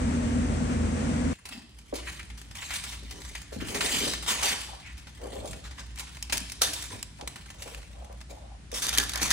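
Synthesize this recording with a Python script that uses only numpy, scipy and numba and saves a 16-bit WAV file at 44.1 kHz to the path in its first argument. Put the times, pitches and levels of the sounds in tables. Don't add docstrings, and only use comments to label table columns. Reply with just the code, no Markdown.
import sys
import numpy as np
from scipy import signal
from scipy.fft import rfft, irfft, next_fast_len
from scipy.io import wavfile
from scipy.ndimage import uniform_filter1d, map_coordinates
from numba import njit

SR = 44100
rng = np.random.default_rng(int(sys.argv[2]) if len(sys.argv) > 2 else 0)


def pcm_store(signal):
    levels = np.round(np.clip(np.atleast_2d(signal), -1, 1) * 32767)
    wavfile.write(sys.argv[1], SR, levels.astype(np.int16).T)


N = 411012
TIME = np.arange(N) / SR
BLOWER_OFF_S = 1.333
PORTS_M = 0.26
SIDEWAYS_LAG_S = 0.0005

PULL_ATTACK_SHARE, PULL_RELEASE_S = 0.4, 0.04
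# [start_s, length_s, crinkle_level_db, brightness_db]
PULLS = [(1.45, 0.098, -47, -5.5), (1.93, 0.07, -44, -4), (2.0, 0.12, -46, 5), (2.61, 0.04, -48, 17),
         (2.725, 0.037, -41, 14), (2.8, 0.11, -49, 11), (3.1, 0.27, -53, 6), (3.6, 0.033, -42, -4),
         (3.66, .11, -41, 6), (3.77, 0.21, -31, 5.5), (3.97, 0.14, -35, 8), (4.272, 0.041, -29, 6.5),
         (4.32, 0.099, -38, 6), (4.42, 0.058, -26, 9.5), (4.5, 0.13, -44.5, 0), (5.2, 0.049, -50, 6),
         (5.3, 0.1, -50, 5), (5.42, 0.077, -44, 14), (5.775, 0.031, -52.5, -20), (5.96, 0.029, -47, -7),
         (6.32, 0.036, -40.5, 4), (6.62, 0.041, -35, 10), (6.71, .11, -43.5, 7.5), (6.89, 0.05, -43, 2.5),
         (7.56, 0.18, -51.5, 5), (8.285, 0.023, -51, 8), (8.725, 0.061, -37, 14), (8.8, 0.091, -34.5, -1.5),
         (8.96, 0.048, -31, -0.5), (9.12, 0.09, -44, -19), (9.205, 0.042, -30, 5.5), (9.295, 0.025, -30, 9)]
# [time_s, crinkle_level_db]
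HANDLING = [(1.43, -59), (1.47, -64), (1.87, -63), (2.2, -54), (2.34, -64), (2.48, -63), (2.6, -45),
            (3.05, -56), (3.4, -59), (4.7, -53), (4.93, -62), (5.08, -59), (5.7, -59.5), (6.5, -58),
            (7.12, -63), (7.4, -56.5), (7.9, -62.5), (8.65, -80), (9.1, -56.5)]
# [frequency_hz, level_db_per_hz]
SNAP_SPECTRUM = [(200, -9.5), (550, -9.5), (850, -3), (1300, -2.5), (2100, 0), (3200, -1.5), (4600, -4),
                 (6000, -3), (7200, -5), (9000, -5), (12000, -13), (16000, -18.5)]


def crinkle(gain_db=1.15, rate=150, rate_slope=0.7, crease_s=0.0021, rub_db=-10, thin_hz=850,
            body_from_db=-44, spread=0.8, facet_db=9, facet_hz=600, handling_bright_db=1.0):
    # [frequency_hz, level_db_per_hz]
    crinkle_spectrum = [(200, -8), (550, -9), (950, 0.5), (1300, -6), (1950, -1.5), (2500, -2.5),
                        (2900, -2), (3250, -0.5), (3550, -3), (3950, -6.5), (4500, -7.5), (5000, -9),
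                        (6000, -9), (7000, -7.5), (9000, -9.5), (11000, -17), (13000, -19.5), (16000, -23)]
    pull_db, bright_db = strokes(PULLS, PULL_ATTACK_SHARE, PULL_RELEASE_S, curve(HANDLING), handling_bright_db)
    per_second = rate * undb(rate_slope * (np.clip(pull_db, -60, -28) + 46))
    starts = np.flatnonzero(rng.random(N) < per_second / SR)
    lengths_s = crease_s * 2 ** (2 * rng.random(len(starts)) - 1)
    sizes = 1 / np.sqrt(per_second[starts])
    cracks = buckle(lengths_s, spread, facet_db, facet_hz, size=640)
    swarm = np.zeros((2, N))
    for i, size, crack in zip(starts, sizes, cracks):
        add(swarm, i / SR, size * crack)
    rub = undb(rub_db) * diffuse()
    paper = flex(colour(unit(swarm) + rub, crinkle_spectrum))
    thin = signal.sosfilt(signal.butter(2, thin_hz, "high", fs=SR, output="sos"), paper)
    paper = np.where(pull_db > body_from_db, paper, thin)
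    return tilt(paper, bright_db) * undb(pull_db + gain_db)


def stray_ticks(rate=11, above_db=4, scatter_db=3.0, top_db=-27, crease_s=0.00089, spread=0.96,
                facet_db=7, facet_hz=500):
    pull_db, _ = strokes(PULLS, PULL_ATTACK_SHARE, PULL_RELEASE_S, curve(HANDLING), 0)
    starts = np.flatnonzero(rng.random(N) < rate / SR)
    length, strength = rng.random((len(starts), 2)).T
    extra_db = scatter_db * np.minimum(-np.log(strength), 2)
    levels_db = np.minimum(pull_db[starts] + above_db + extra_db, top_db)
    cracks = buckle(crease_s * 2 ** (2 * length - 1), spread, facet_db, facet_hz, size=1024)
    out = np.zeros((2, N))
    for i, db, crack in zip(starts, levels_db, cracks):
        add(out, i / SR, undb(db) * crack)
    return colour(out, SNAP_SPECTRUM)


def snaps(gain_db=-10.0, spread=0.94, facet_db=4, facet_hz=400, full_hall_s=0.0016):
    # [time_s, level_db, brightness_db, length_s]
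    snap_table = [(1.454, -26, -1.5, 0.002), (1.489, -28, 6, 0.001), (1.787, -37, 3, 0.0015),
                  (1.939, -32.5, 8, 0.004), (1.955, -26, 5, 0.0024), (2.097, -29, -9, 0.001),
                  (2.195, -31, -1, 0.0013), (2.229, -35, -7, 0.00096), (2.301, -37, -18, 0.0014),
                  (2.376, -35.5, 5.5, 0.0032), (2.415, -30.5, 4, 0.00095), (2.512, -35.5, -3, 0.0015),
                  (2.553, -28.5, -1, 0.0013), (2.57, -29, 7, 0.001), (2.705, -22.5, -2, 0.0033),
                  (2.736, -25, 7, 0.0038), (2.757, -24, 8, 0.0018), (2.838, -23, -2, 0.0017),
                  (2.865, -32, -14, 0.0011), (2.923, -29, -6, 0.0036), (3.109, -25.5, 1, 0.0019),
                  (3.217, -30, -1, 0.0014), (3.249, -31.5, -4, 0.0016), (3.3515, -24.5, -5, 0.0015),
                  (3.417, -29, 4, 0.00098), (3.523, -34, -1.5, 0.0092), (3.683, -27, 0.5, 0.0032),
                  (3.745, -19.5, -5, 0.0064), (3.807, -16, -11, 0.0031), (4.106, -40, -7, .0015),
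                  (4.135, -19.5, -2, 0.0016), (4.224, -26, -1, 0.0037), (4.262, -23.5, -7, 0.0027),
                  (4.279, -20, 2, 0.013), (4.43, -16, 8, 0.0018), (4.482, -23, 8, .002),
                  (4.978, -35.5, 0, 0.0024), (5.07, -37.5, -13.5, 0.0029), (5.53, -32.5, -12, 0.0018),
                  (5.64, -41, -20, 0.0084), (5.71, -43, -26, 0.0024), (5.792, -37, -24, 0.003),
                  (5.865, -41, 0, .001), (5.958, -36, 9, 0.00095), (5.985, -27, 3, 0.0014),
                  (5.995, -22.5, 6.5, 0.0016), (6.004, -26.5, 7, 0.00091), (6.068, -40.5, -15, 0.0041),
                  (6.146, -37, -6, .003), (6.169, -29, -5, 0.00089), (6.2257, -23, 17.5, 0.00075),
                  (6.297, -28.5, -18.5, 0.0016), (6.324, -12, 0.5, 0.002), (6.33, -17.5, 15, 0.0013),
                  (6.3716, -21, 21, 0.00066), (6.379, -19.5, 22, 0.00044), (6.403, -28, 18, 0.00042),
                  (6.498, -32, 20.5, 0.00065), (6.5192, -22, 8.5, 0.00099), (6.6127, -21, 0, 0.0019),
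                  (6.6172, -5, 11, 0.0011), (6.629, -15, 8, 0.0032), (6.733, -22, 14, .0018),
                  (6.776, -31, -10, 0.00089), (6.824, -24, 9.5, 0.001), (7.0276, -20, 12.5, 0.00063),
                  (7.211, -32, -23, 0.00077), (7.275, -18.5, 2, 0.001), (7.358, -29, -2, 0.0017),
                  (7.459, -37, -7, 0.0017), (7.502, -30.5, -4, 0.0015), (7.6208, -24.5, 3, 0.0019),
                  (7.746, -25.5, -3, 0.00077), (7.776, -38, 4, .002), (7.816, -41, -11, 0.0014),
                  (7.829, -38, -12.5, 0.0009), (7.931, -42, -7, 0.0009), (8.045, -40.5, 6, .0014),
                  (8.126, -40, 12, 0.00055), (8.205, -38, -8, 0.00097), (8.213, -31.5, -8, 0.00091),
                  (8.716, -25.5, 1, .0011), (8.749, -32, 10, 0.0011), (8.761, -25, -1, 0.0014),
                  (8.82, -18.5, 8, 0.0051), (8.837, -22.5, -1, 0.0061), (8.867, -13.5, 10, 0.00049),
                  (8.886, -24, 17, 0.0011), (8.892, -14, 12, 0.00055), (8.927, -18.5, -3, 0.0054),
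                  (8.938, -19, -3, 0.00064), (8.95, -15, 6, 0.00036), (8.9755, -12, 17, 0.0005),
                  (8.9835, -5, 12, 0.00067), (8.999, -13, -4, 0.0011), (9.037, -14, 2, 0.00041),
                  (9.051, -31, 6, 0.00039), (9.094, -17, 6, .001), (9.119, -22, 3, 0.00039),
                  (9.135, -16, -6, 0.00088), (9.1575, -12, 6, 0.00053), (9.175, -22, 9, .001),
                  (9.216, -16, 2, 0.002), (9.229, -10.5, 6, 0.0007), (9.305, -11.5, 12, 0.00077),
                  (9.31, -8, -2, 0.0029)]
    out, sent = np.zeros((2, 2, N))
    cracks = buckle(np.array(snap_table)[:, 3], spread, facet_db, facet_hz, size=2048)
    for (s, db, bright_db, length), crack in zip(snap_table, cracks):
        crack = tilt(crack, bright_db) * undb(db + gain_db)
        start = s - 0.001
        add(out, start, crack)
        add(sent, start, crack * min(length / full_hall_s, 1))
    return colour(out, SNAP_SPECTRUM), colour(sent, SNAP_SPECTRUM)


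def flaps(gain_db=-1, swell_s=0.0086, width=0.42, spread=0.46):
    # [time_s, peak_db, pitch_hz]
    flap_table = [(1.925, -23.5, 405), (2.072, -29.5, 1870), (2.192, -31, 1940), (2.62, -29.5, 2100),
                  (3.024, -42.5, 287), (3.042, -40.5, 190.7), (3.308, -44.5, 402), (3.349, -31, 2200),
                  (3.52, -30.5, 475.7), (3.559, -28.5, 198), (3.616, -27.5, 255.6), (3.746, -27, 348),
                  (3.806, -26.5, 1130), (3.843, -31, 369.2), (4.004, -28.5, 350), (4.032, -24.5, 334),
                  (4.066, -27.5, 393), (4.422, -24.5, 921), (4.52, -35, 393), (5.372, -34, 435.3),
                  (5.443, -29, 504), (6.408, -35.5, 189), (6.614, -25, 605.3), (7.222, -35.5, 420),
                  (7.658, -35.5, 500), (8.02, -45, 619), (8.095, -38.5, 557), (8.725, -29.5, 420),
                  (8.981, -27.5, 274), (9.213, -27, 239)]
    out, t = np.zeros((2, N)), TIME[:SR // 5]
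    for s, db, hz in flap_table:
        push = rng.standard_normal((2, len(t))) * np.sqrt(t) * np.exp(-t / swell_s)
        band = signal.butter(2, [hz / (1 + width), hz * (1 + width)], "band", fs=SR)
        mid, side = signal.lfilter(*band, push)
        flap = np.array([mid + spread * side, mid - spread * side])
        add(out, s, flap * undb(db + gain_db) / np.abs(mid).max())
    return out


def slide(width=0.56, catch_db=5.0, broad_db=-10, wander=0.11, rest_db=-72, slack_hz=400):
    attack_share, release_s = 0.22, 0.0315
    # [start_s, length_s, level_db, pitch_hz]
    slide_table = [(1.5, 0.085, -51, 245), (2.02, 0.07, -47, 1930), (2.67, 0.084, -43.5, 2160),
                   (3.12, 0.06, -51, 340), (3.6, 0.02, -41, 1710), (3.68, 0.18, -46, 394),
                   (3.88, 0.072, -36, 2140), (4.01, 0.091, -47, 393), (4.44, .09, -47, 895),
                   (4.68, 0.077, -45.5, 870), (4.81, 0.083, -47.5, 2090), (5.19, 0.094, -44, 476),
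                   (5.315, 0.06, -40.5, 474), (5.4, 0.065, -41.5, 533), (5.535, 0.017, -49, 480),
                   (6.31, 0.062, -50.5, 280), (6.63, 0.068, -50.5, 323.7), (7.19, 0.025, -49.5, 812),
                   (7.52, 0.26, -55.5, 538), (7.88, 0.26, -58, 660), (8.01, .03, -58, 750),
                   (8.08, 0.034, -59, 792), (8.29, .05, -53, 597), (8.365, 0.036, -51, 662),
                   (8.42, 0.13, -57.5, 680)]
    # [frequency_hz, level_db_per_hz]
    sheet_spectrum = [(70, -55), (150, 14), (260, 6), (430, -2), (650, 11), (1000, 8), (1800, -7),
                      (4000, -71)]
    level_db, pitch = strokes(slide_table, attack_share, release_s, rest_db, slack_hz)
    drag = diffuse() * undb(catch_db * np.tanh(walk(70)))
    hz = pitch * np.exp(wander * np.tanh(walk(25)))
    hollow = np.array([resonance(resonance(channel, hz, width), hz, width) for channel in drag])
    slackness = np.minimum(slack_hz / pitch, 1)
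    broad = undb(broad_db) * unit(colour(drag, sheet_spectrum)) * slackness
    return (unit(hollow / np.sqrt(hz)) + broad) * undb(level_db)


def rumple(rate=150, scatter_db=3.5, octaves=0.664, cycles=1.9, rest_db=-85, rest_hz=300):
    attack_share, release_s = 0.16, 0.023
    # [start_s, length_s, level_db, pitch_hz]
    rumple_table = [(3.56, .11, -42.5, 179), (3.68, 0.13, -44.5, 383), (3.9, 0.071, -40, 242),
                    (4.01, 0.091, -42.5, 209), (4.27, 0.079, -47, 257), (4.44, 0.083, -47, 330),
                    (5.22, 0.25, -51.5, 336), (5.46, .04, -44.5, 150), (6.9, 0.055, -47, 483),
                    (6.93, 0.036, -48, 189.6), (8.3, 0.03, -55, 268.9), (8.78, .24, -55, 256),
                    (9.2, 0.12, -47.5, 255)]
    level_db, pitch = strokes(rumple_table, attack_share, release_s, rest_db, rest_hz)
    starts = np.flatnonzero(rng.random(N) < rate / SR)
    out, t = np.zeros((2, N)), TIME[:SR // 20]
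    for i, (tune, strength, left, right) in zip(starts, rng.standard_normal((len(starts), 4))):
        hz = pitch[i] * 2 ** (octaves * tune)
        age = 2 * hz * t / cycles
        phase = 0.5 * np.array([[left], [right]])
        knock = age * np.exp(-age) * np.sin(2 * np.pi * hz * t + phase)
        add(out, i / SR, knock * np.sqrt(pitch[i]) * undb(scatter_db * np.tanh(strength)))
    return unit(out) * undb(level_db)


def tape_ring(x):
    # [from_s, to_s]
    tape_lifts = [(6.6, 6.68), (8.69, 9.4)]
    # [frequency_hz, level_db]
    tape_spectrum = [(300, -2), (500, 0.5), (950, -2), (1250, 2), (1700, 2.5), (2200, -2), (2850, -1.5),
                     (3250, 0), (3570, 5), (4000, -0.5), (4800, 3.5), (5250, -2), (5650, 3.5), (5930, 2),
                     (6120, 3), (6350, 2), (7500, -2), (11000, 3.5), (16000, 0)]
    on_tape = sum((TIME > start) & (TIME < end) for start, end in tape_lifts)
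    return x * (1 - on_tape) + colour(x * on_tape, tape_spectrum)


def blower(drift=0.0033, flutter_db=0.65, left_treble_db=3.5, shadow_hz=400, blade_db=-3.0, direct_db=-4):
    blade_hz, air_level_db = 239, -28.5
    # [pitch_hz, level_db_rms, waver_db]
    hum_table = [(53.8, -40, 0), (79.2, -33.5, 1.5), (159.2, -43, 0), (492, -48, -2)]
    # [time_s, level_db]
    blade_table = [(0, -32), (.35, -29.5), (.42, -25), (.53, -35.5), (.78, -27.5), (.86, -31.5),
                   (1.1, -31.5), (1.16, -29), (1.28, -24), (1.33, -27)]
    # [frequency_hz, level_db_per_hz]
    air_spectrum = [(22, -38), (38, -9), (53, -3.5), (68, -10.5), (110, -6.5), (140, -10), (195, -10.5),
                    (225, -2), (275, -5.5), (305, -15.5), (430, -19.5), (550, -19), (900, -25), (2200, -30),
                    (4000, -39.5), (8000, -36), (9100, -36), (10300, -61), (11500, -59.5), (16000, -73)]
    clock = np.cumsum(1 + drift * walk(8.1)) / SR
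    hum = sum(undb(db + waver_db * walk(13.0)) * tone(hz, clock) for hz, db, waver_db in hum_table)
    hum = hum + undb(curve(blade_table) + blade_db) * tone(blade_hz, clock)
    jet = rng.standard_normal(N)
    from_left = np.array([jet, np.roll(jet, int(SIDEWAYS_LAG_S * SR))])
    rush = diffuse() + undb(direct_db) * from_left
    air = unit(colour(rush, air_spectrum)) * undb(air_level_db + flutter_db * walk(22.7))
    bass = lowpass(air, shadow_hz)
    return hum + bass + (air - bass) * undb([[left_treble_db / 2], [-left_treble_db / 2]])


def hall(x, wet_db=-8.0, early_db=-9, early_s=0.016, gap_s=0.00352):
    # [frequency_hz, decay_s]
    decay_table = [(100, 1.3), (500, 0.62), (2000, 0.66), (5000, 0.88), (10000, 0.57), (16000, 0.14)]
    size = 2 ** 16
    t, noise = TIME[:size], rfft(diffuse(size))
    octave = np.round(np.log2(np.maximum(np.fft.rfftfreq(size, 1 / SR), 64)))
    tail = np.zeros((2, size))
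    for k in np.unique(octave):
        tail += irfft(noise * (octave == k)) * undb(-60 * t / on_log_hz(decay_table, 2 ** k))
    early = diffuse(size) * np.exp(-t / early_s)
    late_part = undb(wet_db) * unit(tail * (t > 2 * gap_s))
    early_part = undb(early_db) * unit(early * (t > gap_s))
    response = (late_part + early_part) / np.sqrt(size)
    return signal.fftconvolve(x, response, axes=-1)[:, :N]


def mic_pair(x, gain_db=0.75):
    # [frequency_hz, lead_radians, side_db]
    pair_table = np.array([(150, 0.7, 0), (350, -0.54, -2.5), (660, -1.6, -0.5), (1100, -1.5, -3),
                           (1470, -1.1, -7.5), (1850, -0.5, -19), (2220, 0.2, -2.5), (2780, -2, -4.5),
                           (3450, -1.7, -7.5), (4150, -0.65, -0.5), (5100, -2.13, -1), (5950, -.95, -5.5),
                           (7500, -0.97, -1.5), (15000, -1.5, -7)])
    size = next_fast_len(N + SR // 10, True)
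    hz = np.fft.rfftfreq(size, 1 / SR)
    turn = np.exp(0.5j * on_log_hz(pair_table[:, :2], hz))
    left, right = rfft(x, size)
    mid = (left + right) / 2
    side = (left - right) / 2 * undb(on_log_hz(pair_table[:, ::2], hz))
    pair = irfft(np.array([(mid + side) * turn, (mid - side) / turn]), size)
    return pair[:, :N] * undb(gain_db)


def ventilation(gain_db=-3, hum_hz=59.7, hum_db=-7.5, waver_db=1.5, drift=0.021):
    # [frequency_hz, level_db_per_hz]
    rumble_spectrum = [(22, -29.5), (42, -30), (57, -3.5), (75, -17), (130, -21.5), (300, -30.5),
                       (450, -45.5), (700, -44), (2000, -41.5), (5000, -46.5), (10000, -49.5), (12500, -80)]
    # [time_s, level_db]
    level_table = [(1.36, -51), (1.7, -50.5), (2.1, -42.5), (3.5, -43), (5.0, -43), (6.6, -42), (8.0, -44),
                   (8.55, -43.5), (8.8, -42), (9.32, -38.5)]
    clock = np.cumsum(1 + drift * walk(5.1)) / SR
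    hum = tone(hum_hz, clock) * undb(hum_db + waver_db * walk(8.5))
    rumble = unit(colour(diffuse(), rumble_spectrum)) * undb(gain_db)
    return (rumble + hum) * undb(curve(level_table))


def strokes(table, attack_share, release_s, rest_db, rest_quality):
    power = undb(rest_db) ** 2 + np.zeros(N)
    weighted = power * rest_quality
    age = TIME[:SR]
    for start, length, db, quality in table:
        attack = np.clip(age / (attack_share * length), 0, 1)
        release = np.exp(-np.clip((age - length) / release_s, 0, 20))
        stroke = (undb(db) * attack * release) ** 2
        add(power, start, stroke)
        add(weighted, start, stroke * quality)
    return 10 * np.log10(power), weighted / power


def buckle(lengths_s, spread, depth_db, width_hz, size, swell=0.27):
    mid, side, grain = rng.standard_normal((len(lengths_s), 3, size)).transpose(1, 0, 2)
    age = np.maximum(TIME[:size] - 0.001, 0) / np.maximum(lengths_s, 0.0004)[:, None]
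    shape = (age * np.exp(1 - age)) ** swell
    stereo = np.stack([mid + spread * side, mid - spread * side], axis=1)
    clicks = unit(stereo * undb(6.1 * np.tanh(grain))[:, None])
    return facet(clicks * shape[:, None], depth_db, width_hz)


def facet(x, depth_db, width_hz):
    place = np.fft.rfftfreq(x.shape[-1], 1 / SR) / width_hz
    k, part = place.astype(int), place % 1
    db = depth_db * np.tanh(rng.standard_normal((len(x), 1, 256)))
    gain = undb(db[..., k] * (1 - part) + db[..., k + 1] * part)
    return irfft(rfft(x) * gain / np.sqrt(np.mean(gain ** 2, axis=-1, keepdims=True)))


def flex(x, depth_db=4.5, width_hz=330, hold_s=0.07):
    hz, t, spectra = signal.stft(x, SR, nperseg=512)
    place = np.meshgrid(hz / width_hz, t / hold_s, indexing="ij")
    bends = map_coordinates(rng.standard_normal((128, 256)), place, order=1, mode="mirror")
    return signal.istft(spectra * unit(undb(depth_db * bends)), SR)[1][:, :N]


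@njit
def resonance(x, hz, width):
    y, band, low = np.empty(len(x)), 0., 0.
    for i in range(len(x)):
        g = np.tan(np.pi * hz[i] / SR)
        v = (band + g * (x[i] - low)) / (1 + g * (g + width))
        band = 2 * v - band
        low = low + 2 * g * v
        y[i] = width * v
    return y


def tone(hz, clock):
    ears = np.array([clock, clock - SIDEWAYS_LAG_S])
    return np.sqrt(2) * np.sin(2 * np.pi * (hz * ears + rng.random()))


def diffuse(size=N):
    fft_size = next_fast_len(size, True)
    alike = np.sinc(2 * np.fft.rfftfreq(fft_size, 1 / SR) * PORTS_M / 343) * 0.97
    noise = rng.standard_normal((2, 2 * len(alike))).view(complex)
    mid, side = irfft(noise * np.sqrt([1 + alike, 1 - alike]), fft_size)[:, :size]
    return unit(np.array([mid + side, mid - side]))


def walk(rate):
    k = int(SR / rate)
    steps = np.repeat(rng.standard_normal(N // k + 1), k)
    return unit(uniform_filter1d(steps, k)[:N])


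def colour(x, points):
    size = 16384
    gain = unit(undb(on_log_hz(points, np.fft.rfftfreq(size, 1 / SR))))
    cepstrum = irfft(np.log(gain))
    cepstrum[1:size // 2] *= 2
    cepstrum[size // 2 + 1:] = 0
    response = irfft(np.exp(rfft(cepstrum)))[:size // 2]
    return signal.oaconvolve(x, response[None], axes=-1)[:, :x.shape[-1]]


def lowpass(x, hz):
    g = np.tan(np.pi * min(hz, SR / 3) / SR)
    return signal.lfilter([g, g], [g + 1, g - 1], x)


def tilt(x, db, pivot_hz=4000):
    low = lowpass(x, pivot_hz)
    return low * undb(-db / 2) + (x - low) * undb(db / 2)


def undb(db):
    return np.exp(np.asarray(db) * (np.log(10) / 20))


def unit(x):
    return x / np.sqrt(np.mean(x ** 2) + 1e-18)


def curve(table):
    return np.interp(TIME, *np.transpose(table))


def on_log_hz(points, hz):
    f, value = np.transpose(points)
    return np.interp(np.log(hz + 1), np.log(f), value)


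def add(track, s, sound):
    start = max(int(s * SR), 0)
    part = sound[..., :max(N - start, 0)]
    track[..., start:start + part.shape[-1]] += part


def scene(left_db=0.17):
    paper = crinkle() + stray_ticks() + flaps() + slide() + rumple()
    cracks, cracks_sent = snaps()
    direct = tape_ring(paper + cracks)
    reverb = hall(tape_ring(paper + cracks_sent))
    heard = mic_pair(direct + reverb)
    work = heard * undb([[left_db], [-left_db]]) + ventilation()
    running = np.clip((BLOWER_OFF_S - TIME) * 1000, 0, 1)
    return running * blower() + (1 - running) * work


def record(dry):
    top_hz = 15700
    dry = signal.sosfilt(signal.butter(2, 26, "high", fs=SR, output="sos"), dry)
    return signal.sosfilt(signal.ellip(8, 0.2, 70, top_hz, fs=SR, output="sos"), dry)


dry = scene()
out = record(dry)
pcm_store(out)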